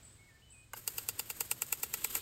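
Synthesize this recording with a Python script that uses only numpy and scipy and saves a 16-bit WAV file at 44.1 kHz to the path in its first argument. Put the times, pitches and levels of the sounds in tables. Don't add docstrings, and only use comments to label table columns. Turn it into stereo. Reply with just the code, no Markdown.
import sys
import numpy as np
from scipy import signal
from scipy.fft import rfft, irfft
from scipy.io import wavfile

SR = 44100
rng = np.random.default_rng(int(sys.argv[2]) if len(sys.argv) > 2 else 0)


def put_to_file(sound):
    columns = np.atleast_2d(sound).T
    safe = np.clip(columns, -1, 1)
    whole_steps = np.round(safe * 32767)
    wavfile.write(sys.argv[1], SR, whole_steps.astype(np.int16))


def magnitude_from_level(level_db):
    exponent = np.asarray(level_db, float) / 20
    return 10 ** exponent


N = 97813
T = np.arange(N) / SR
F = np.maximum(np.fft.rfftfreq(N, 1 / SR), 1)
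FADE = np.clip((T[-1] - T) / 0.006, 0, 1)
CLACK_AT_S, CLACK_DB = 0.7338, -22.5

# start_s, level_db, knock_against_splash_db
ARM_STRIKES = [(0.8767, -19.5, -1), (0.9815, -18.5, -2), (1.088, -19, 1), (1.194, -18, -0.5),
               (1.3006, -19.5, 0.), (1.4068, -17, 0.), (1.5133, -14, -1.5), (1.6196, -17.5, 1),
               (1.726, -15.5, 0.5), (1.8323, -15, -1.5), (1.9391, -16.5, 0.), (2.0455, -14.5, -2),
               (2.152, -18.5, 2.5)]
# mode_hz, level_db, t60_s, lag_s
HEAD_MODES = [(461, -11, 0.029, 0.0029), (872, -7, 0.022, 0.0012), (1380, -6, 0.018, .002),
              (1980, -6.5, 0.018, .001), (2342, -0.5, 0.012, 0.002), (2737, 1.4, 0.016, 0.001),
              (3450, -5.5, 0.014, 0.0044), (4800, -2.5, .012, 0.0032), (5380, -11, 0.015, 0.0033),
              (7000, 0.9, 0.011, 0.00072), (7870, -2, 0.0065, 0.), (8400, -5, 0.0027, 0.),
              (11830, 10.5, 0.0073, 0.00093), (12600, -2, 0.0061, .0003)]
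# frequency_hz, drift_db_per_s
HEAD_TURN = [(1500, -1), (2350, 7.5), (2750, -5), (4750, -16), (7000, 4), (12500, 0.)]
# mode_hz, level_db, t60_s, lag_s
VALVE_MODES = [(494, -12, .02, 0.004), (880, -0.5, 0.018, 0.005), (1194, -6, 0.026, 0.),
               (1473, 2, 0.018, 0.00078), (1790, -7, 0.0098, 0.), (2110, -1.5, 0.014, 0.00031),
               (2940, -4.5, 0.017, 0.0042), (3830, -15, 0.012, 0.012), (4800, -10, 0.0092, 0.016)]
# frequency_hz, density_db_per_hz
SPLASH_COLOUR = [(300, -32), (1200, -22), (2800, -12), (4000, -6), (5700, -5), (8090, 1), (12100, 2),
                 (16000, -6)]
# start_s, level_db
JET_DROPS = [
    (.4094, -57),
    (1.6656, -39),
    (1.774, -35),
    (2.011, -31),
    (2.0244, -34),
    (2.104, -34),
    (2.127, -34),
    (2.185, -31),
]
# time_s, level_db
JET_STRENGTH = [
    (0.75, -58),
    (0.802, -61),
    (0.914, -54),
    (0.96, -53.5),
    (1.08, -56),
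    (1.372, -55),
    (1.726, -55.5),
    (2.2, -50.5),
]
# frequency_hz, density_db_per_hz
JET_SPECTRUM = [(250, -12), (420, -6), (701, -17.5), (1030, -11), (3400, -8), (6000, -7), (12300, 2),
                (16000, -11)]
# peak_s, level_db, rise_s, fall_s
WATER_GUSHES = [
    (.766, -50.5, .0006, 0.0096),
    (.776, -42, .005, 0.01),
    (2.02, -48.5, 0.018, 0.044),
    (2.167, -36, .022, 0.017),
]
# start_s, length_s, pitch_hz, level_db, opening_slide_share_of_pitch
WHISTLED_NOTES = [
    (.188, 0.12, 2196, -63, -0.018),
    (.278, 0.096, 1777, -66.5, 0.25),
    (.35, .066, 2180, -75, .002),
    (.418, 0.11, 3010, -63.5, -.24),
    (.524, 0.13, 2490, -60.5, 0.088),
    (.66, 0.067, 2490, -74, 0.0088),
]
# start_s, length_s, pitch_hz, level_db
BUZZ_CALLS = [
    (0.024, 0.075, 7880, -58),
    (0.499, 0.067, 7880, -57.5),
]
# frequency_hz, density_db_per_hz
LEAF_COLOUR = [(20, -14), (105, -5.5), (161, -7), (1100, -20), (4500, -19.5), (8360, -16), (11000, -25),
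               (16000, -30.5)]
# time_s, level_db
LEAF_SWELL = [
    (0., 6),
    (.15, 3.5),
    (.4, 2),
    (.7, 0.9),
    (1., 9.6),
    (2.22, 8.1),
]
# frequency_hz, share_of_swell
SWELL_SHARE = [(300, 0.9), (3000, 1.4), (12000, 1.17)]
# centre_hz, width_hz, level_db
TRAFFIC_HUM = [
    (66.6, 24.5, -69),
    (110, 22, -66.5),
]
# frequency_hz, level_db, extra_lag_rad
LEFT_SHADOW = [(302, -1.04, 0.22), (590, -3.5, 0.24), (1040, -3.5, 0.08), (1500, -1, 0.72),
               (2530, -6.5, -0.21), (5860, -5.5, 0.6), (9000, -7, -0.2), (11900, -14.5, 1.08)]
# centre_hz, width_hz, level_db
MIC_DIPS = [(7540, 2600, -2.5), (10074, 684, -11.5), (12700, 2700, -1), (5910, 550, -5.5)]


def level(x, db):
    return x * magnitude_from_level(db) / np.sqrt(np.mean(x ** 2))


def curve(table, x):
    return np.interp(x, *np.array(table, float).T[:2])


def colour(x, table):
    hz, db = np.array(table, float).T
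    return irfft(rfft(x) * magnitude_from_level(np.interp(np.log(F), np.log(hz), db)), N)


def band(x, hz, width):
    return irfft(rfft(x) * np.exp(-0.5 * ((F - hz) / width) ** 2), N)


def noise(*shape):
    return rng.standard_normal(shape + (N,))


def walk(rate_hz):
    return level(band(noise(), 0, rate_hz), 0)


def burst(at, rise, fall):
    return np.exp(np.where(T < at, (T - at) / rise, (at - T) / fall))


def ring(at, modes, turned=0, soft=0.84):
    hz, db, t60, lag = np.array(modes, float).T[:, :, None]
    detune, strength, port_phase = rng.standard_normal((3, len(hz), 1))
    start = int(at * SR)
    t = np.maximum(T[start:start + SR // 16] - at - lag, 0)
    db = db + turned * curve(HEAD_TURN, hz)
    hz = hz * (1 - 0.015 * turned + 0.008 * detune)
    decay = magnitude_from_level(db + 1.3 * strength - 60 * t / t60)
    onset = 1 - np.exp(-t * hz / soft)
    out = np.zeros((2, N))
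    for port in range(2):
        phase = (1 - port) * port_phase * hz / 9800
        modes_sum = (decay * onset / 3 * np.sin(2 * np.pi * hz * t + phase)).sum(axis=0)
        out[port, start:start + t.shape[1]] = modes_sum
    return out


def echo(x, t60, first_s=0.0123):
    tail = noise(2) * magnitude_from_level(-60 * T / t60) * (T > first_s)
    tail = tail / np.sqrt((tail ** 2).sum(axis=1, keepdims=True))
    return signal.fftconvolve(x[None], tail[:, :SR], axes=1)[:, :N]


def arm_knocks():
    return sum(magnitude_from_level(db + knock_db - 2.5) * ring(at, HEAD_MODES, at - 1.5)
               for at, db, knock_db in ARM_STRIKES)


def valve_clack():
    rebound = ring(CLACK_AT_S + 0.0325, VALVE_MODES, soft=0.34)
    return magnitude_from_level(CLACK_DB) * (ring(CLACK_AT_S, VALVE_MODES, soft=0.65) + magnitude_from_level(-16) * rebound)


def spray_bursts(grain):
    enter_s = 0.0024
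    swell = 0
    for at, db, _ in ARM_STRIKES:
        top = at + 0.000595
        crack = magnitude_from_level(-7) * burst(top, 0.0004, 0.0008)
        splash = magnitude_from_level(-12.5) * burst(top, enter_s, 0.0064)
        mist = magnitude_from_level(-27) * burst(top, 3 * enter_s, 0.018)
        swell = swell + magnitude_from_level(db) * (crack + splash + mist)
    swell = swell + magnitude_from_level(CLACK_DB - 10) * burst(CLACK_AT_S + 0.00074, 0.00037, 0.003)
    swell = swell + sum(magnitude_from_level(db) * burst(at + 0.0004, 0.0002, 0.0004) for at, db in JET_DROPS)
    return swell * grain * level(colour(noise(2), SPLASH_COLOUR), 0)


def water_jet():
    falls = rng.random((2, N)) < 1600 / SR
    size = magnitude_from_level(1.5 * np.minimum(rng.exponential(size=(2, N)), 3.5))
    drops = signal.lfilter([1], [1, -0.3, 0.4], falls * size * np.sign(noise(2)))
    jet = level(colour(noise(2) + level(drops, -7.5), JET_SPECTRUM), 0)
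    opening = np.clip((T - CLACK_AT_S) / 0.0053, 0, 1)
    flow = magnitude_from_level(curve(JET_STRENGTH, T) + 5 + 3 * walk(36)) * opening
    flow = flow + sum(magnitude_from_level(db) * burst(at, rise, fall) for at, db, rise, fall in WATER_GUSHES)
    return flow * jet


def leaf_patter(grain):
    arrival = np.clip((T - 1.824) / 0.22, 0, 1)
    return level(band(noise(2), 3460, 740), -53) * grain * arrival


def sprinkler():
    grain = magnitude_from_level(3.14 * walk(320))
    water = spray_bursts(grain) + FADE * (water_jet() + leaf_patter(grain))
    return arm_knocks() + valve_clack(), water


def whistle():
    rise_slide_s, fall_slide_s = 0.003, 0.011
    out = 0
    for at, length, hz, db, slide in WHISTLED_NOTES:
        t = T - at
        slide_s = fall_slide_s if slide > 0 else rise_slide_s
        glide = slide * np.exp(-np.maximum(t, 0) / slide_s)
        pitch = hz * (1 + glide + 0.0016 * walk(34))
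        edges = np.clip(np.minimum(t + rise_slide_s, length - t) / 0.009, 0, 1)
        loudness = magnitude_from_level(db - 1 - 8 * np.clip(t, 0, 1) + 1.2 * walk(25))
        out = out + edges * loudness * np.sin(2 * np.pi * np.cumsum(pitch) / SR)
    return out


def buzz():
    trill_hz, depth = 41.4, 0.45
    out = 0
    for at, length, hz, db in BUZZ_CALLS:
        t = T - at
        turn = 2 * np.pi * trill_hz * t
        pitch = hz - 178 * np.cos(turn / 3) + 148 * walk(240)
        trill = 1 - depth + depth * np.cos(turn - 1.2)
        tone = 2.05 * trill * np.sin(2 * np.pi * np.cumsum(pitch) / SR)
        air = level(band(noise(), hz + 450, 560), -4)
        edges = np.clip(np.minimum(t / 0.01, (length - t) / 0.041), 0, 1)
        out = out + magnitude_from_level(db) * edges * (tone + air)
    return out


def leaf_hiss():
    mid, side = noise(2)
    side = irfft(rfft(side) * np.minimum(F / 540, 1) ** 1.7, N)
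    bed = level(colour(np.array([mid + side, mid - side]), LEAF_COLOUR), -65)
    log_hz = np.log(np.array(SWELL_SHARE)[:, 0])
    out = 0
    for weights, (_, share) in zip(np.eye(len(SWELL_SHARE)), SWELL_SHARE):
        part = irfft(rfft(bed) * np.interp(np.log(F), log_hz, weights), N)
        out = out + part * magnitude_from_level(share * curve(LEAF_SWELL, T) + 0.63 * walk(24))
    return out


def far_traffic():
    return sum(level(band(noise(), hz, width), db) * magnitude_from_level(0.88 * walk(2.5))
               for hz, width, db in TRAFFIC_HUM)


def ports(left, right):
    hz, _, lag = np.array(LEFT_SHADOW).T
    phase = 2 * np.pi * F * 0.0001305 + np.interp(F, hz, lag)
    late = irfft(rfft(left) * np.exp(-1j * phase), N)
    return np.array([colour(late, np.array(LEFT_SHADOW)[:, :2]), right])


def scene():
    knock, water = sprinkler()
    near = knock + water[0]
    near = near + magnitude_from_level(-11) * echo(near[1], 0.04, 0.003)
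    sprinkling = ports(near[0] + magnitude_from_level(-1) * water[1], near[1])
    song, call = whistle(), buzz()
    trees = magnitude_from_level(-9.5) * echo(song, 0.8) + echo(call, 0.61)
    birds = song * magnitude_from_level([[-1.5], [1.5]]) + call * magnitude_from_level([[-1.6], [1.6]])
    background = ports(*(leaf_hiss() + far_traffic()))
    return magnitude_from_level(3.5) * sprinkling + birds + magnitude_from_level(6) * ports(*trees) + magnitude_from_level(1.5) * background


def top_cut(x):
    return signal.sosfilt(signal.butter(12, 16990, fs=SR, output="sos"), x)


def record(dry):
    db = sum(gain_db * np.exp(-0.5 * ((F - hz) / width) ** 2) for hz, width, gain_db in MIC_DIPS)
    db = db - 42 * np.clip((F - 15750) / 200, 0, 1) ** 2
    mix = irfft(rfft(dry * FADE) * magnitude_from_level(db), N)
    return top_cut(mix)


dry = scene()
out = record(dry)
put_to_file(out)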